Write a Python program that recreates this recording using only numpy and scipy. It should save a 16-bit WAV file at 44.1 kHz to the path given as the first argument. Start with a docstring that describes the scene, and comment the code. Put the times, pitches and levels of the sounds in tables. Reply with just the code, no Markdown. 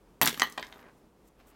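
"""On a wooden deck beside a house, an icicle hits the boards and bursts in a quick run of cracks.
The boards thud and tiny shards ping. The biggest piece lands again with a hollow clink, bounces
and rolls to rest among skittering crumbs. The boards and the house wall throw the sound of the ice
back over a quiet outdoor background with a few faint rustles."""
import sys
import numpy as np
from scipy import signal
from scipy.fft import rfft, irfft
from scipy.io import wavfile

SR = 44100
rng = np.random.default_rng(int(sys.argv[2]) if len(sys.argv) > 2 else 0)


def generate_wav(signal):
    """Clip the signal to [-1, 1] and save it as 16-bit WAV at the path in sys.argv[1]."""
    frames = np.transpose(np.atleast_2d(signal))
    scaled = np.clip(frames, -1, 1) * 32767
    pcm = np.round(scaled).astype(np.int16)
    wavfile.write(sys.argv[1], SR, pcm)


N = 68355
T = np.arange(N) / SR


def icicle_cracks():
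    """Ice breaks on the boards: each blow is a sharp click and a short crunch, with its own tone."""
    # Each row: start in seconds, then level in dB in six bands (thud, knock, clack, crack, tick, fizz).
    blows = [ (0.2149, -28, -22.5, -26.5, -26.5, -28.5, -21),
             (0.2211, -32, -28.5, -34.5, -25, -30.5, -27.5), (0.2253, -33, -26, -28.5, -34, -25, -41),
             (0.2312, -40.5, -25, -52, -24, -46, -52), (0.249, -40.5, -40, -39, -29, -43, -45),
             (0.2582, -37, -50, -42, -35.5, -28.5, -25.5), (0.2649, -42, -29, -26, -32, -36, -39),
             (.2745, -38.5, -31.5, -30, -22.5, -27, -32.5), (0.2759, -45, -31, -33, -27, -28.5, -36.5),
             (0.2816, -35, -34.5, -31, -28, -34, -42), (0.293, -52.5, -49.5, -36, -44, -31.5, -41.5),
             (.3285, -42, -58, -47, -42, -49, -54), (0.344, -63.5, -53, -45, -38, -51.5, -51),
             (.3755, -43.5, -42.5, -44, -49, -51, -54.5), (0.3975, -42, -37.5, -36.5, -28, -29.5, -43.5),
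             (0.405, -47, -46, -30, -47, -40, -51), (.4186, -32, -39, -39, -38.5, -31.5, -41.5),
             (.4722, -51, -56, -56, -47, -55, -60), (.4990, -59, -63, -63, -68, -52, -53.5),
             (.5238, -61, -75, -66, -52, -46.5, -55.5), (0.5775, -44, -29.5, -33.5, -48.5, -45.5, -58),
             (.5812, -53, -33, -46, -37, -53, -72), (0.5963, -44.5, -40, -50.5, -45, -52, -67),
             (0.6274, -52, -46, -37.5, -39.5, -53, -64), (.6470, -58, -56, -56, -55, -57.5, -74),
             (0.6683, -65, -63, -56, -55, -58, -69), (0.7258, -57.5, -54, -48.5, -46.5, -64, -80),
             (0.759, -55.5, -55, -62.5, -69, -70, -80.5), (.7930, -58.5, -60.5, -55.5, -63, -73, -78),
             (.8275, -62.5, -58, -58, -62, -77.5, -82), (0.8854, -59.5, -50.5, -64.5, -71, -80, -87)]
    # The borders of those six bands in Hz, from low to high.
    band_edges = [100, 550, 1400, 2500, 5000, 10000, 16000]
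    edges = np.array(band_edges)
    centres = np.sqrt(edges[1:] * edges[:-1])
    blow_s, crunch_share = .005, .66  # the rest of a blow's energy goes into the click
    band_offset_db = 10 * np.log10(blow_s * SR * SR / 2 / np.diff(edges))  # spreads energy over each band
    cracks = 0
    for start, *levels in blows:
        contact = np.sqrt(crunch_share) * unit(rng.standard_normal(N) * fade(.019))
        contact[0] = np.sqrt(1 - crunch_share)
        db = np.array(levels) + band_offset_db
        thud = [(40, db[0] - 24), (110, db[0] - 11), (centres[0], db[0]), (500, db[0] - 1.5)]
        tone = [*thud, (660, db[1] - 3.5), *zip(centres[1:], db[1:])]
        cracks = cracks + at(through(contact, colour(tone)), start)
    return cracks


def big_piece_clinks():
    """The biggest piece rings each time it lands, more weakly each time; the second clink is dullest."""
    # Each row: start in seconds, strength in dB, pitch in Hz above which the ringing is weakened.
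    landings = [(.4192, 1, 6000), (.5778, -15, 1000), (0.6271, -38, 5030)]
    # Each row: pitch in Hz, relative level in dB, fade time in seconds.
    notes = [(670, -36.5, .025), (857, -21, .022), (1050, -11.5, .012), (1150, -16, 0.025),
             (1197, -40.5, .12), (1830, -35.5, .11), (1900, -8.5, 0.016), (1953, -32.5, 0.12),
             (3010, -32.5, .12), (3148, -11, .013), (3265, -35.5, 0.098), (3985, -44, .14),
             (4200, -9, 0.0094), (6180, -16.5, 0.016)]
    rise = 1 - np.exp(-T / .00061)
    clinks = 0
    for start, strength, hardness_hz in landings:
        ringing = sum(ring(hz, db + strength, fade_s) / np.hypot(1, hz / hardness_hz)
                      for hz, db, fade_s in notes)
        clinks = clinks + at(ringing * rise, start)
    # The piece is too small to give off low notes.
    return signal.sosfilt(signal.butter(3, 560, "high", fs=SR, output="sos"), clinks)


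def deck_thuds():
    """The boards take up the heavy blows and boom."""
    # Each row: pitch in Hz, relative level in dB, fade time in seconds.
    notes = [(78, -47, 0.1957), (156, -39.5, .3), (221.4, -36, .22), (277, -34, 0.22), (334, -33, .06),
             (400, -41, .15), (856, -37, .1), (995, -38, 0.17)]
    # Each row: start in seconds, strength in dB.
    blows = [(0.2163, 4.5), (0.4196, -14.5), (0.58, -15)]
    rise = 1 - np.exp(-T / .003)
    boom = sum(ring(*note) for note in notes) * rise
    return sum(at(amp(db) * boom, start) for start, db in blows)


def shard_pings():
    """Splinters give short, very high pings; being uneven, each rings at two close pitches."""
    # Each row: start in seconds, pitch in Hz, level in dB, fade time in seconds.
    pings = [(.2315, 12600, -11, 0.013), (.2590, 13000, -23, .012), (0.332, 12600, -43, .03),
             (0.377, 12360, -45, 0.045), (0.4341, 13950, -31.5, .025), (.6100, 13900, -53, 0.034),
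             (.6490, 12900, -60, 0.037), (.7760, 14000, -62, .02)]
    twin_ratio, twin_db = 1.027, -8.5
    return sum(at(ring(hz, db, fade_s) + ring(hz * twin_ratio, db + twin_db, fade_s), start)
               for start, hz, db, fade_s in pings)


def crumb_spray():
    """A spray of ice crumbs ticks on the boards, ever weaker."""
    # Each row: time in seconds, level in dB.
    loudness = [(.222, -40), (.29, -46), (.32, -52.5), (.45, -61.5), (.55, -67), (.82, -68.5)]
    # Each row: frequency in Hz, relative level in dB.
    tone = [(1000, -11.5), (3000, -0.5), (6000, -1), (10000, -3), (13000, 2), (16000, -7.5)]
    flying = (T > .222) & (T < .83)
    ticks = patter(per_second=610, scatter_db=2) * level_curve(loudness) * flying
    return through(ticks, unit(colour(tone)))


def big_piece_roll():
    """The biggest piece rolls to rest in small dull bumps."""
    # Each row: frequency in Hz, relative level in dB.
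    tone = [(120, -9), (300, 2), (1000, -1), (1900, -5), (3500, -22), (7000, -32), (16000, -50)]
    rolling = (T > .62) & (T < .9)
    bumps = patter(per_second=700, scatter_db=2) * rolling
    return amp(-59) * through(bumps, unit(colour(tone)))


def rustles():
    """A few faint, bright rustles, and a duller shuffle near the end."""
    # Each row: time of the peak in seconds, rough half-length in seconds, level in dB.
    bursts = [(0.983, .014, -75), (1.256, .01, -72.5), (1.281, .011, -66), (1.398, 0.013, -74.5),
              (1.475, 0.01, -66.5), (1.498, 0.02, -65.5)]
    # Each row: frequency in Hz, relative level in dB.
    rustle_tone = [(1000, -8), (4000, -6), (8000, 1), (10500, -4.5), (13000, 2.5), (16000, -6)]
    # Each row: time in seconds, level in dB.
    shuffle_loudness = [(1.3, -85), (1.38, -73.5), (1.402, -59), (1.43, -70.5), (1.48, -67), (1.55, -65)]
    # Each row: frequency in Hz, relative level in dB.
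    shuffle_tone = [(60, 3), (150, -5.5), (600, 9), (1000, 5.5), (1800, 2), (4300, -6), (7000, -15),
                    (16000, -33)]
    rustle_level = sum(amp(db) * np.exp(-((T - peak) / width) ** 2) for peak, width, db in bursts)
    shuffle_level = level_curve(shuffle_loudness) * (T > shuffle_loudness[0][0])
    grains = patter(per_second=5000, scatter_db=4.5)
    bright = through(grains * rustle_level, unit(colour(rustle_tone)))
    dull = through(grains * shuffle_level, unit(colour(shuffle_tone)))
    return bright + dull


def add_echoes(sound):
    """The wall slaps the sound back; boards and wall add dense early echoes and a weak, longer tail."""
    # Each row: frequency in Hz, early level in dB, its fade in seconds, tail in dB, its fade in seconds.
    bands = [(200, -0.5, 0.11, -10, .7), (900, -5.5, 0.12, -18.5, 0.8), (1900, -5, .14, -17, 0.37),
             (3500, -7.5, 0.16, -20, 0.42), (7000, -11, .13, -21, .45), (13000, -10.5, 0.11, -22.5, .4)]
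    wall_s, wall_db, first_echo_s = .012, -16.5, .005
    log_hz = np.log(np.maximum(np.arange(N // 2 + 1) * SR / N, 1))
    centres = np.log([row[0] for row in bands])
    early, tail = rfft(rng.standard_normal((2, N)))
    echoes = 0
    for pick, (_, early_db, early_s, tail_db, tail_s) in zip(np.eye(len(bands)), bands):
        band = np.interp(log_hz, centres, pick)  # one at this band, zero at its neighbours
        echoes = echoes + amp(early_db) * irfft(early * band, N) * unit(fade(early_s))
        echoes = echoes + amp(tail_db) * irfft(tail * band, N) * unit(fade(tail_s))
    return sound + amp(wall_db) * at(sound, wall_s) + at(through(sound, echoes), first_echo_s)


def outdoor_air():
    """A low, quiet outdoor rumble that swells and sinks a little."""
    # Each row: frequency in Hz, relative level in dB.
    tone = [(18, -28.5), (32, -11.5), (48, 0.5), (82, -14.5), (175, -8.5), (300, -9.5), (420, -10),
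            (600, -16.5), (1070, -20), (1700, -28.5), (4000, -35.5), (12000, -40.5), (16000, -42.5)]
    level_db, swell_db = -61, 1.4
    swell = np.interp(T, np.linspace(0, T[-1], num=16), rng.standard_normal(16))
    response = unit(colour(tone, size=8192))
    noise = signal.fftconvolve(rng.standard_normal(N + len(response) - 1), response, "valid")
    return noise * amp(level_db + swell_db * swell)


def amp(db):
    """Turn decibels into a number to multiply by."""
    return 10 ** (np.asarray(db) / 20)


def level_curve(points):
    """A volume that glides between points given as seconds and dB."""
    return amp(np.interp(T, *np.array(points).T))


def fade(fade_s):
    """Die away by 60 dB over the fade time."""
    return np.exp(-np.log(1000) * T / max(fade_s, 1e-3))


def unit(sound):
    """Scale to an energy of one."""
    return sound / np.sqrt(np.sum(sound ** 2))


def at(sound, start):
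    """Delay a sound by start seconds."""
    return np.concatenate([np.zeros(max(int(start * SR), 0)), sound])[:N]


def through(sound, response):
    """Give a sound the tone or echoes of a response."""
    return signal.fftconvolve(sound, response)[:N]


def colour(points, size=2048):
    """A click whose tone follows points given as Hz and dB."""
    hz, db = np.array(points, float).T
    freqs = np.maximum(np.arange(size // 2 + 1) * SR / size, 1)
    gains = amp(np.interp(np.log(freqs), np.log(hz), db))
    # These steps pack the click's energy at its start without changing its tone.
    cepstrum = irfft(np.log(gains))
    cepstrum[1:size // 2] *= 2
    cepstrum[size // 2 + 1:] = 0
    return irfft(np.exp(rfft(cepstrum)))


def ring(hz, db, fade_s):
    """One fading note of a struck object."""
    return amp(db) * fade(fade_s) * np.cos(2 * np.pi * hz * T)


def patter(per_second, scatter_db):
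    """Random clicks of uneven size, with an average power of one."""
    clicks = (rng.random(N) < per_second / SR) * rng.choice([-1, 1], N)
    sizes = amp(scatter_db * np.clip(rng.standard_normal(N), -2, 2))
    return unit(clicks * sizes) * np.sqrt(N)


def scene():
    """The ice and its echoes, the booming boards and the background, in one channel."""
    ice = icicle_cracks() + big_piece_clinks() + shard_pings() + crumb_spray() + big_piece_roll()
    return (add_echoes(ice) + deck_thuds() + rustles() + outdoor_air())[None]


def record(dry):
    """Cut the very highest treble, above 16300 Hz."""
    return signal.sosfilt(signal.ellip(10, .2, 70, 16300, fs=SR, output="sos"), dry)


dry = scene()
out = record(dry)
generate_wav(out)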